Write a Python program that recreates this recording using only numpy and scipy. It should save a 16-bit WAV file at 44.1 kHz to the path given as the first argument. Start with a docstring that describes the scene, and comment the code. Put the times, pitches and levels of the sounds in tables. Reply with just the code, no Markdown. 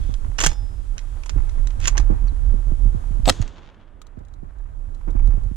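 """Shotgun action on a windy hillside

A shotgun is handled just below a body-worn microphone: steel drags in stick-slip and struck modes decay
as the action scrapes open, the barrel rings, a shell clicks home and the action slams shut with a squeak.
Decaying noise and clustered echoes return the slam from the slope and outcrops. Shaped noise and sinking
tones make the wind, strongest at the right port, with grainy rustles; stones tick and a bird calls once."""
import sys
import numpy as np
from scipy import signal
from scipy.fft import rfft, irfft, next_fast_len
from scipy.io import wavfile
from scipy.ndimage import map_coordinates

SR = 44100
rng = np.random.default_rng(int(sys.argv[2]) if len(sys.argv) > 2 else 0)


def wav_record(signal):
    """Record a signal, one row per channel, as 16-bit PCM in the file named by sys.argv[1]."""
    frames = np.transpose(np.atleast_2d(signal))
    bounded = np.clip(frames, -1, 1)
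    # unit amplitude maps onto the largest positive 16-bit level
    quanta = np.round(bounded * 32767).astype(np.int16)
    wavfile.write(sys.argv[1], SR, quanta)


N = 245195

# strength of the wind at the microphone, gust by gust: time_s, level_db
WIND_STRENGTH = [(0.0, -18.5), (0.16, -23.5), (0.25, -20.5), (0.31, -25.5), (0.38, -26), (0.5, -15.5),
                 (0.55, -32), (0.6, -20), (0.72, -33.5), (0.79, -28.5), (0.86, -33.5), (0.92, -24),
                 (0.99, -33), (1.12, -22.5), (1.27, -34), (1.38, -17.5), (1.52, -22), (1.63, -18.5),
                 (1.72, -23), (1.85, -17.5), (1.95, -14.5), (2.15, -16.5), (2.19, -23), (2.24, -16.5),
                 (2.32, -22), (2.4, -19.5), (2.56, -17.5), (2.63, -24.5), (2.7, -12.5), (2.78, -26),
                 (2.84, -14.5), (3.05, -27), (3.15, -20.5), (3.2, -25), (3.27, -16), (3.36, -34.5),
                 (3.42, -18.5), (3.54, -47.5), (3.78, -51.5), (4.3, -39.5), (4.53, -36.5), (4.62, -29),
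                 (4.73, -36), (4.89, -29), (5.02, -35), (5.1, -22.5), (5.26, -16), (5.37, -20.5),
                 (5.56, -31)]
# spectrum of struck or rubbed steel: frequency_hz, density_db
STEEL_SPECTRUM = [(530, -31), (900, -7), (1580, 4), (2110, 4), (2470, 3), (3220, 0.5), (3900, -4),
                  (4850, -2.5), (6630, 0), (8240, -15.5), (9180, -15.5), (11500, -36.5), (12600, -32.5),
                  (15200, -37.5), (16000, -51.5)]
# spectrum of the stock and receiver: frequency_hz, density_db
BODY_SPECTRUM = [(120, -14.5), (300, -8), (700, -4), (1200, 0.5), (2000, -40)]
# blows of the closing action: time_s, relative knock_db, relative crack_db, crack_t60_s
BLOWS = [(3.2558, -31.5, -25, 0.02), (3.2779, -5, -18, .016), (3.2876, -3, -13, 0.015),
         (3.2951, -16.5, -2.5, 0.011), (3.2989, -14, 1, 0.0079)]


def amp(db):
    """Level to amplitude: 20 dB is a factor of ten."""
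    return 10 ** (np.asarray(db) / 20)


def unit(x):
    """Normalisation to an rms of 1."""
    return x / np.sqrt(np.mean(x ** 2) + 1e-20)


def along(points, hz):
    """Interpolation of (frequency_hz, value) points on a logarithmic frequency axis."""
    f, v = np.transpose(points)
    return np.interp(np.log(hz + 1), np.log(f), v)


def curves(rows):
    """Linear interpolation in time: one curve for each column after time_s."""
    s, *cols = np.transpose(rows)
    return [np.interp(np.arange(N) / SR, s, c) for c in cols]


def wobble(rate):
    """Band-limited random modulation: a smooth curve through rate random knots a second."""
    knots = rng.standard_normal(int(N * rate / SR) + 4)
    return map_coordinates(knots, [np.arange(N) * rate / SR])


def filtered(x, response):
    """Linear filtering: the spectrum of x is multiplied by a response of frequency."""
    m = next_fast_len(N + SR // 2)
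    return irfft(rfft(x, m) * response(np.fft.rfftfreq(m, 1 / SR)), m)[..., :N]


def mid_side(mid, side, apart):
    """Partial coherence: both channels share mid and take side with opposite signs."""
    return np.array([mid + apart * side, mid - apart * side])


def noise(colour, apart):
    """Coloured stereo noise of rms 1; apart sets the size of what the channels do not share."""
    white = rng.standard_normal((2, N))
    mid, side = filtered(white, lambda hz: amp(along(colour, hz)) * (hz > 12))
    return unit(mid_side(mid, side, apart))


def grains(colour, rate, spread_db, apart):
    """Shot noise: random clicks of uneven size, rate a second on average, coloured and set to rms 1."""
    happens = rng.random(N) < rate / SR
    size = amp(spread_db * np.minimum(rng.standard_normal(N), 2))
    clicks = happens * size * rng.choice([-1, 1], (2, N))
    mid, side = filtered(clicks, lambda hz: amp(along(colour, hz)))
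    return unit(mid_side(mid, side, apart))


def pan(db):
    """Level difference between channels: left over right in dB, with a mean gain of 1."""
    gains = amp([[db / 2], [-db / 2]])
    return gains / gains.mean()


def since(s, length):
    """Local time: the samples that follow a moment, and their age in seconds."""
    i = np.arange(round(s * SR), min(round((s + length) * SR), N))
    return i, (i - i[0]) / SR


def fade(t, t60):
    """Exponential decay by 60 dB in t60 seconds, 1 ms at the shortest."""
    return np.exp(-np.log(1000) * t / max(t60, 1e-3))


def ring(modes, t):
    """Modal superposition: damped sines (frequency_hz, level_db, t60_s) struck together."""
    return sum(amp(db) * fade(t, t60) * np.sin(2 * np.pi * hz * t) for hz, db, t60 in modes)


def echo(x, t60s, hold=1):
    """Diffuse reverberation: noise with its own decay at each frequency; hold above 1 fills the early tail."""
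    hz, t, z = signal.stft(rng.standard_normal((2, SR)), SR, nperseg=256)
    decay_db = -60 * (t / along(t60s, hz)[:, None]) ** hold
    tail = signal.istft(z * amp(decay_db), SR, nperseg=256)[1]
    return signal.fftconvolve(x.mean(0)[None], tail / np.linalg.norm(tail[0]), axes=1)[:, :N]


def ports(x):
    """Diffraction and phase lag: sound from the right reaches the left port shaded and out of step."""
    # phase by which the left port leads: frequency_hz, lead_rad
    lead = [(100, -1.5), (800, 1), (1600, -1.5), (3300, -5.5), (5500, -8.5), (10000, -8), (15000, -7.5)]
    # response of the left port relative to the right: frequency_hz, gain_db
    shade = [(150, -2), (600, 2), (1000, -18.5), (1700, -12), (3500, -9), (7000, -3), (12000, 0)]

    def response(hz):
        phase = along(lead, hz) * np.array([[.5], [-.5]])
        return np.exp(1j * phase) * amp(np.outer([1, 0], along(shade, hz)))
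    return filtered(x, response)


def right_port(x):
    """Crosstalk: what strikes the right port leaks into the left channel, inverted above the bass."""
    # leak into the left channel: frequency_hz, signed gain
    leak = [(40, 0.98), (90, 0.36), (200, -0.17), (600, -0.46), (1200, -1.02)]
    return np.array([filtered(x, lambda hz: along(leak, hz)), x])


def air(rush_db=-1, twig_db=-6, twig_rate=250, spread_db=4):
    """Broadband turbulence: air rushes unevenly through dry, ticking twigs under a fine hiss."""
    # level of the rush in the brush, before rush_db: time_s, level_db
    rush_level = [(0, -56), (0.75, -59.5), (1.4, -56), (2.1, -53.5), (2.4, -57.5), (3.3, -57.5),
                  (3.95, -65.5), (4.3, -64), (5.0, -60.5), (5.2, -55.5), (5.56, -59)]
    # spectrum of the rush: frequency_hz, density_db
    rush_colour = [(150, -7), (350, -1), (800, -2), (1600, -5.5), (2400, -15.5), (4000, -27), (8000, -45),
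                   (14000, -70)]
    # relative level of the treble hiss: time_s, level_db
    hiss_level = [(0, -56), (0.3, -57.5), (0.8, -59.5), (1.4, -56), (2.2, -59), (3.34, -57.5),
                  (3.46, -76.5), (3.85, -80.5), (4.55, -73), (5.3, -63)]
    # spectrum of the hiss: frequency_hz, density_db
    hiss_colour = [(1200, -5.5), (3200, 0.5), (5000, -5), (7000, -1.5), (8500, -3.5), (10300, -4.5),
                   (12000, -10.5), (15000, -35)]
    twigs = grains(rush_colour, twig_rate, spread_db, apart=0.22)
    rush = noise(rush_colour, apart=0.14) + amp(twig_db) * twigs
    level_db = curves(rush_level)[0] + rush_db + 1.0 * wobble(5.4) + 2.2 * wobble(110)
    hiss = noise(hiss_colour, apart=0.92) * amp(curves(hiss_level)[0] - 2.0)
    return rush * amp(level_db) * pan(0.5) + hiss


def gust():
    """Relative level: how far the wind is above its usual strength, in dB."""
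    usual_db = -21
    return curves(WIND_STRENGTH)[0] - usual_db


def wind(buffet_db=-20, uneven_db=1.5, left_db=-11):
    """Flow noise: eddies throb at the ports, with a faster flutter above them, mostly on the right."""
    # spectrum of the eddies: frequency_hz, density_db
    buffet = [(11, -38), (18, -14), (28, 5.5), (41, 4), (52, -5), (70, -15.5), (110, -21), (140, -54),
              (240, -120)]
    # spectrum of the flutter: frequency_hz, density_db
    flutter_colour = [(40, -26), (70, 1.5), (95, -0.5), (140, -11), (200, -14.5), (300, -15.5), (600, -25),
                      (1200, -27.5), (2500, -61)]
    flutter_db, flutter_grows = -36, 0.59  # level in the usual wind, dB per dB of wind
    eddies = signal.hilbert(noise(buffet, apart=0.28))
    throb = unit(eddies.real / (np.abs(eddies) + 1))  # the swing is evened out; gusts set its size
    flutter_level_db = flutter_db + flutter_grows * gust() + 3 * wobble(25)
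    left, right = noise(flutter_colour, apart=1) * amp(flutter_level_db)
    flutter = right_port(right) + amp(left_db) * right_port(left)[::-1]
    return throb * amp(buffet_db + gust() + uneven_db * wobble(8.8)) * pan(-14.0) + flutter


def pops(rise_s=0.00085, puff_t60_s=0.091, push_gain_db=10, puff_gain_db=13.5, count=16):
    """Vortex impact: each push swells as its pitch drops, with a puff of turbulence and a shaking mount."""
    # the strongest dull pops: time_s, relative push_db, start_hz, relative puff_db
    strong = [(0.088, -21, 630, -44.5), (0.247, -21, 130, -54), (0.284, -18.5, 129.5, -52),
              (1.359, -17.5, 329, -37), (1.992, -17, 400, -38), (2.099, -11, 620, -30.5),
              (2.121, -18.5, 562.5, -35.5), (2.314, -18.5, 198, -59), (2.536, -18, 902, -41.5),
              (2.665, -21.5, 333, -49), (2.715, -14.5, 611.6, -38.5), (2.853, -16.5, 400, -45),
              (2.871, -17.5, 130, -52), (2.943, -15, 559.5, -45), (3.104, -18, 420, -60),
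              (3.191, -18.5, 452, -53), (3.273, -15.5, 400, -29), (3.303, -16, 399, -32.5),
              (3.396, -10, 336, -52.5), (4.171, -25.5, 395, -49.5), (4.204, -31.5, 454.5, -50.5),
              (4.427, -26.5, 598, -52.5), (4.96, -37, 279, -58.5), (5.074, -19, 700.5, -35.5),
              (5.091, -33.5, 600, -47.5), (5.150, -20.5, 527, -37.5), (5.251, -24, 421, -48),
              (5.279, -15.5, 259, -42.5), (5.336, -21, 620, -47), (5.372, -19.5, 430, -43),
              (5.455, -19, 127.5, -55.5), (5.511, -19, 490, -51)]
    # spectrum of the puff: frequency_hz, density_db
    puff_colour = [(70, -18), (150, -10), (250, 8.5), (380, -2.5), (600, -7.5), (1200, -18.5), (4000, -57)]
    push_end_hz, push_fall_s = 71, .0052  # the pitch sinks towards this, with this time constant
    push_rise_s, push_t60_s = 0.0074, 0.057
    mount_hz, mount_db, mount_t60_s = 99, -11.5, .2  # level relative to push_db
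    # chance pops, relative to the wind
    small_push_db, small_puff_db, small_start_hz = -12.5, -34.5, 307
    out, puff = np.zeros(N), noise(puff_colour, apart=0)[0]
    times = rng.uniform(0, N / SR - .05, count)
    winds_db = np.interp(times, *np.transpose(WIND_STRENGTH))
    small = [(s, db + small_push_db, small_start_hz, db + small_puff_db) for s, db in zip(times, winds_db)]
    for s, push_db, start_hz, puff_db in small + strong:
        i, t = since(s, 0.18)
        pitch_hz = push_end_hz + (start_hz - push_end_hz) * np.exp(-t / push_fall_s)
        swell = 1 - np.exp(-(t / push_rise_s) ** 2)
        push = np.sin(2 * np.pi * np.cumsum(pitch_hz) / SR) * swell * fade(t, push_t60_s)
        shake = amp(mount_db) * ring([(mount_hz, 0, mount_t60_s)], t) * swell
        turbulence = puff[i] * fade(t, puff_t60_s) * (1 - np.exp(-t / rise_s))
        out[i] += amp(push_db + push_gain_db) * push + amp(push_db) * shake
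        out[i] += amp(puff_db + puff_gain_db) * turbulence
    return right_port(out)


def rustles(grain_rate=1800, spread_db=3, rise_share=0.07, count=2):
    """Granular noise: grainy rustles at the microphone, rubbed or buffeted by wind; softer ones follow at random."""
    # rustles at the microphone: start_s, relative level_db, t60_s
    bursts = [(0.246, -29, 0.018), (0.3168, -29.5, 0.019), (1.379, -29.5, 0.044), (1.4014, -26, 0.018),
              (1.925, -36, 0.076), (1.949, -28, 0.13), (2.102, -29.5, 0.064), (2.137, -27.5, 0.041),
              (2.183, -35.5, 0.052), (2.274, -33.5, 0.039), (3.039, -32.5, 0.014), (5.01, -38, 0.028),
              (5.076, -36, 0.083), (5.163, -37, 0.059), (5.1953, -29, 0.021), (5.213, -50, 0.035),
              (5.303, -37, 0.067), (5.327, -44.5, 0.033), (5.386, -37, 0.03)]
    # spectrum of the grains: frequency_hz, density_db
    rustle_colour = [(350, -29), (800, 19.5), (1500, 8), (2400, 3.5), (3600, -15.5), (7000, -11),
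                     (12000, -63)]
    follow_s, follow_db = 0.13, -15.5  # softer rustles follow within this time, at this relative level
    envelope = np.zeros(N)
    delays = follow_s * rng.random((len(bursts), count))
    following = [(min(s + d, N / SR - .01), db + follow_db, t60)
                 for (s, db, t60), row in zip(bursts, delays) for d in row]
    for s, db, t60 in bursts + following:
        i, t = since(s, 0.15)
        rise = 1 - np.exp(-t / (rise_share * t60))  # long rustles start softly
        envelope[i] += amp(db - 4.5) * fade(t, t60) * rise
    return envelope * grains(rustle_colour, grain_rate, spread_db, apart=1.0) * pan(-7.5)


def bird(glide_t60_s=0.034, waver=0.013):
    """Frequency modulation: one faint call tumbles down in broken, gliding steps."""
    # steps of the call, each gliding towards its target: start_s, length_s, start_hz, target_hz, level_db
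    chips = [(2.258, .008, 6300, 6300, -64), (2.269, .017, 7300, 5500, -55), (2.278, .011, 4650, 4360, -46),
             (2.285, 0.014, 4200, 3900, -51.5)]
    out, unsteady = np.zeros(N), 1 + waver * wobble(600)
    for s, length, start_hz, target_hz, db in chips:
        i, t = since(s, max(length, .004))
        pitch_hz = (target_hz + (start_hz - target_hz) * fade(t, glide_t60_s)) * unsteady[i]
        out[i] += amp(db) * np.sqrt(np.hanning(len(i))) * np.sin(2 * np.pi * np.cumsum(pitch_hz) / SR)
    return out


def stones(t60_s=0.029, note_db=-4, rise_s=0.000093):
    """Impact of small solids: stones click with a noise burst, a brief note each and a duller clack."""
    # ticks of loose stones: time_s, relative level_db, note_hz, clack_db
    ticks = [(4.0168, -36.5, 3830, 1), (4.068, -46, 3900, 1.5), (4.19, -53, 3660, -4),
             (4.25, -52.5, 3920, -15), (4.2842, -53.5, 3840, -12), (4.338, -48.5, 3950, 0),
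             (4.586, -56.5, 3956, -1), (4.947, -47, 3990, -12), (5.106, -46.5, 3710, -14),
             (5.274, -41, 890, -5), (5.437, -50, 4130, -14), (5.4882, -60, 4250, -16)]
    # spectrum of the click: frequency_hz, density_db
    click_colour = [(1000, -9), (2400, -9), (3800, 0), (5000, -8), (6800, -0.5), (9000, -11), (14000, -23)]
    clack_hz = 1251
    out, click = np.zeros((2, N)), noise(click_colour, apart=1.0)
    for s, db, note_hz, clack_db in ticks:
        i, t = since(s, .08)
        notes = ring([(note_hz, note_db, t60_s), (clack_hz, clack_db, t60_s)], t)
        out[:, i] += amp(db - 5.5) * (fade(t, t60_s) * click[:, i] + notes) * (1 - np.exp(-t / rise_s))
    return out


def outcrops(facet_rate=900, spread_db=4):
    """Discrete reflection and air absorption: rock faces return grainy clusters, duller the later they come."""
    # clusters thrown back from the slam: arrival_s, relative level_db, spread_s
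    arrivals = [(3.554, -47, 0.046), (3.613, -50, 0.089), (3.687, -48.5, 0.021), (3.737, -54, 0.015),
                (3.79, -55.5, 0.055), (3.872, -57, 0.02)]
    # spectrum of the clusters before air loss: frequency_hz, density_db
    facet_colour = [(300, -28), (800, 1), (1300, 0.5), (2300, -4.5), (3300, -0.5), (4500, -7.5),
                    (7000, -10), (11000, -50)]
    # air absorption: frequency_hz, loss_db per second of travel
    air_loss = [(1000, 1.5), (3000, 9), (7000, 32)]
    out, facets = np.zeros((2, N)), grains(facet_colour, facet_rate, spread_db, apart=0.59)
    for s, db, spread in arrivals:
        i, t = since(s, max(spread, .005))
        travel_s = s - BLOWS[-1][0]
        loss = amp(-travel_s * along(air_loss, np.fft.rfftfreq(len(i), 1 / SR)))
        out[:, i] += amp(db) * np.sqrt(np.hanning(len(i))) * irfft(rfft(facets[:, i]) * loss, len(i))
    return out


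def slope(apart=0.24):
    """Diffuse scattering: rock and scrub return the slam as a smooth wash that loses its treble first."""
    # decay of the wash: frequency_hz, t60_s
    wash_t60 = [(150, 4), (1500, 3.5), (4000, 1.1), (7000, 0.72), (12000, 0.2)]
    # spectrum of the wash: frequency_hz, gain_db
    wash_colour = [(50, -0.5), (130, 12.5), (250, 9), (500, 3.5), (1500, -4), (2400, -7.5), (3400, 1.5),
                   (5200, -4.5), (6800, 1), (9000, -8.5), (15000, -23)]
    slam = np.zeros((1, N))
    slam[0, round(BLOWS[-1][0] * SR)] = amp(-4.0)
    mid, side = filtered(echo(slam, wash_t60, hold=0.76), lambda hz: amp(along(wash_colour, hz)))
    return mid_side(mid, side, apart)


def barrel(thump_hz=150, thump_db=-19, thump_t60_s=0.12):
    """Free vibration: the barrel rings on when the opening action hits its stop, and the stock thumps."""
    # barrel modes: frequency_hz, relative level_db, t60_s
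    modes = [(824, -12, 0.75), (1653, -22, 0.65), (2864, -19, 0.33), (3117, -19, .27), (3515, -11, 0.42),
             (5114, -11, 0.8), (5685, -8, 0.3), (5780, -4, .13), (6450, 17, 0.045), (6896, -17, .3)]
    out = np.zeros(N)
    i, t = since(.4625, 1)
    out[i] = amp(-36.0) * ring(modes, t) + ring([(thump_hz, thump_db, thump_t60_s)], t)
    return out * pan(-1)


def slides(slip_rate=900, spread_db=5, rub_db=-7, note_width=1.5, judder_db=2.0):
    """Stick-slip friction: juddering streams of tiny slips excite steel, body and one broad resonance."""
    # strokes of steel on steel, swelling (if positive) to the end:
    # start_s, end_s, end_db, swell_db, relative body_db, resonance_hz, relative resonance_db
    strokes = [(0.001, 0.135, -56.5, -1.5, -16.5, 3400, -3.5), (0.379, 0.46, -25, 11.5, -3, 5740, -2),
               (1.811, 1.871, -27.5, 14, -14.5, 2600, -8), (3.264, 3.297, -29, 9, 1, 690, 4)]
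    out = np.zeros((2, N))
    slips = grains(STEEL_SPECTRUM, slip_rate, spread_db, apart=0.26)
    steel = unit(slips + amp(rub_db) * noise(STEEL_SPECTRUM, apart=0.58))
    body, judder = grains(BODY_SPECTRUM, slip_rate, spread_db, apart=0.48), judder_db * wobble(250)
    for start, end, end_db, swell_db, body_db, note_hz, note_db in strokes:
        i, t = since(start, max(end - start, .005))
        resonance = [(note_hz / note_width, -40), (note_hz, 0), (note_hz * note_width, -40)]
        note = grains(resonance, slip_rate, spread_db, apart=0.19)
        force = amp(end_db + np.linspace(-swell_db, 0, len(i)) + judder[i])
        force = force * signal.windows.tukey(len(i), .1)
        out[:, i] += force * (steel[:, i] + amp(body_db) * body[:, i] + amp(note_db) * note[:, i])
    return out


def clacks(chatter_db=2, after_db=-24, after_t60_s=0.14, rise_s=0.00044, waver=0.92):
    """Impact excitation: each contact bursts into damped dense modes with two clear notes and a ping."""
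    # steel contacts in the gun: time_s, relative level_db, body_db, edge_db, t60_s,
    # low_note_hz, low_note_db, high_note_hz, high_note_db
    contacts = [(0.139, -32, -8.5, -20, 0.029, 3270, 0, 8500, -11),
                (0.3874, -11, -16, -18.5, .018, 1700, -1, 2820, 0.5),
                (0.392, -18.5, -21.5, -4, 0.0091, 5330, 0, 7250, -1),
                (0.402, -13.5, -10, -1.5, 0.029, 1190, -3.5, 7100, 3.5),
                (0.4114, -15.5, -8, -11, 0.039, 3280, -5, 6250, -1),
                (0.424, -25, -10, 4, 0.029, 3300, -8.5, 5850, 4),
                (0.437, -12.5, -4.5, -9, 0.022, 1600, -3.5, 5950, 0),
                (0.4400, -13.5, -5.5, -10, .028, 1200, -11, 7300, 3),
                (0.4458, -19, -12.5, -1, .02, 2700, -6.5, 6420, 1),
                (0.4577, -16.5, -22, 5, 0.0046, 5000, -3, 7015, 0),
                (0.462, -10.5, -8, 2.5, 0.026, 1653, 4, 6490, 4),
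                (0.4638, -19, -20.5, -4, .018, 3200, 3, 8980, 9),
                (0.4679, -13.5, -10.5, -10, .024, 3200, 0.5, 5966, 1),
                (0.485, -35, -4, -16, 0.073, 1800, -8.5, 5730, -10),
                (0.5153, -32, 3, -19, 0.031, 1720, -1.5, 5620, -8),
                (0.531, -41, -9, -5, .025, 3500, -3, 6300, -2),
                (0.9804, -20, -26.5, -20, 0.0097, 2770, -4.5, 6500, -1),
                (0.99, -31.5, -21.5, -24, 0.015, 1810, -9, 3720, -2),
                (1.235, -34, -8.5, -14, 0.021, 2430, 5, 3970, -18),
                (1.26, -31.5, -2.5, -5, 0.033, 1030, 2.5, 7000, -7),
                (1.2939, -22, -19, -18, 0.032, 5230, -4, 7100, -5),
                (1.4942, -30, -6.5, -13, 0.011, 2190, -4, 4500, -17),
                (1.6717, -23, -15, -8, 0.01, 3830, -3, 6200, -8),
                (1.704, -39.5, -10, -19, 0.027, 2000, -6.5, 3400, -10),
                (1.8017, -25, -11.5, -1, 0.0098, 4100, -23, 7200, -7),
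                (1.844, -25.5, -11.5, -8, 0.015, 3350, 1, 5700, -3),
                (1.8729, -10.5, -15.5, -4, 0.022, 2430, -4, 7200, -6),
                (1.8793, -11, -12.5, -6.5, 0.026, 5850, 1.5, 6850, 5),
                (1.888, -32.5, -2.5, -10, 0.026, 1500, 0, 2600, -6.5),
                (1.971, -18, -14, -15, 0.014, 2520, -4.5, 5850, 1),
                (1.978, -10.5, -10, -11, 0.017, 1640, 4.5, 6250, 2.5),
                (1.998, -31.5, 0, -14, 0.03, 920, 0, 5900, -11),
                (3.323, -34, -14, -19, 0.02, 4000, -11, 5200, -5.5),
                (3.4157, -32.5, -26, -3, 0.029, 5000, -7, 6700, -19),
                (3.424, -30.5, -1, -12, 0.017, 3770, 0, 4500, -2),
                (3.477, -37, 0.5, -11.5, 0.022, 4540, -13, 7600, -11)]
    # spectrum of the bright edge: frequency_hz, density_db
    edge_colour = [(4500, -25), (6600, 5), (7600, -2), (9000, -9.5), (10500, -16.5), (12000, -24.5),
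                   (15500, -28)]
    # ringing modes of the receiver: frequency_hz, relative level_db, t60_s
    receiver = [(1650, -19, 0.11), (3200, -4.5, 0.034), (4050, -3.5, 0.051), (5650, -13.5, .06),
                (5720, 1, 0.035)]
    ping_db = -16.5  # the receiver's ping, relative to its contact
    out = np.zeros((2, N))
    steel, body = noise(STEEL_SPECTRUM, apart=0.45), noise(BODY_SPECTRUM, apart=0.12)
    edge = noise(edge_colour, apart=0.18)
    chatter, drift = amp(chatter_db * wobble(900)), waver * wobble(700)  # drift is a phase in radians
    for s, db, body_db, edge_db, t60, low_hz, low_db, high_hz, high_db in contacts:
        i, t = since(s, 0.17)
        burst = steel[:, i] + amp(body_db) * body[:, i] + amp(edge_db) * edge[:, i]
        low = amp(low_db) * np.sin(2 * np.pi * low_hz * t + drift[i])
        high = amp(high_db) * np.sin(2 * np.pi * high_hz * t - drift[i])
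        buzz = amp(after_db) * fade(t, after_t60_s) * burst  # loose parts buzz on briefly
        contact = ((burst + low + high) * fade(t, t60) + buzz) * chatter[i]
        contact = contact + amp(ping_db) * ring(receiver, t)
        out[:, i] += amp(db - 3.0) * contact * (1 - np.exp(-t / rise_s))
    return out


def squeak(hz=7920):
    """Friction-driven oscillation: dry steel sings for an instant, swelling until the lock catches."""
    level_db, = curves([(3.265, -41), (3.272, -39), (3.286, -22), (3.294, -33.5)])
    i, t = since(3.264, .033)
    pitch_hz = hz * (1 + 0.0017 * wobble(300)[i])
    out = np.zeros(N)
    tone = np.sin(2 * np.pi * np.cumsum(pitch_hz) / SR)
    out[i] = amp(level_db[i]) * signal.windows.tukey(len(i), .2) * tone
    return out


def closing(rise_s=0.0011):
    """Damped impact: blows knock dully, two of them close together, and the lock cracks, hardest at the end."""
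    # damped tones of the knock: frequency_hz, relative level_db, t60_s
    knock_tones = [(225, -7.5, 0.011), (405, -12, 0.02), (555, -2, 0.021), (686, 0.5, 0.024),
                   (1217, -15, 0.028), (1441, -18.5, 0.022), (3700, -10, 0.015)]
    # spectrum of the lock's crack: frequency_hz, density_db
    lock = [(350, -27), (600, -4), (1000, -5.5), (1330, -0.5), (2370, -5.5), (3530, 0), (4900, -3),
            (6450, -14), (7200, -9.5), (12100, -23.5), (14500, -28.5), (16000, -37)]
    out, crack = np.zeros((2, N)), noise(lock, apart=0.48)
    for s, knock_db, crack_db, crack_t60 in BLOWS:
        i, t = since(s, 0.075)
        knock = amp(knock_db) * ring(knock_tones, t)
        blow = knock + amp(crack_db + 5.0) * crack[:, i] * fade(t, crack_t60)
        out[:, i] += blow * (1 - np.exp(-t / rise_s))
    return out * pan(.5)


def scene():
    """Superposition: the gun, first at the right and then raised, with its reflections, in the wind."""
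    raised_s = 2.6  # from here on the action is heard from the middle
    action = clacks() + slides()
    gun = np.where(np.arange(N) / SR < raised_s, ports(action), action) + closing()
    ground = amp(-17.5) * echo(gun, [(300, 0.063), (6000, 0.09), (14000, 0.048)])  # frequency_hz, t60_s
    near = gun + squeak() + barrel() + ground
    far = slope() + outcrops()
    return near + far + stones() + rustles() + bird() + wind() + pops() + air()


def record(dry):
    """Saturation and band limiting: peaks are rounded off at full scale and the highest treble is cut."""
    top_hz = 15900
    rounded = dry / (1 + np.abs(dry) ** 6) ** (1 / 6)
    return signal.sosfilt(signal.ellip(10, .1, 90, top_hz, fs=SR, output="sos"), rounded)


dry = scene()
out = record(dry)
wav_record(out)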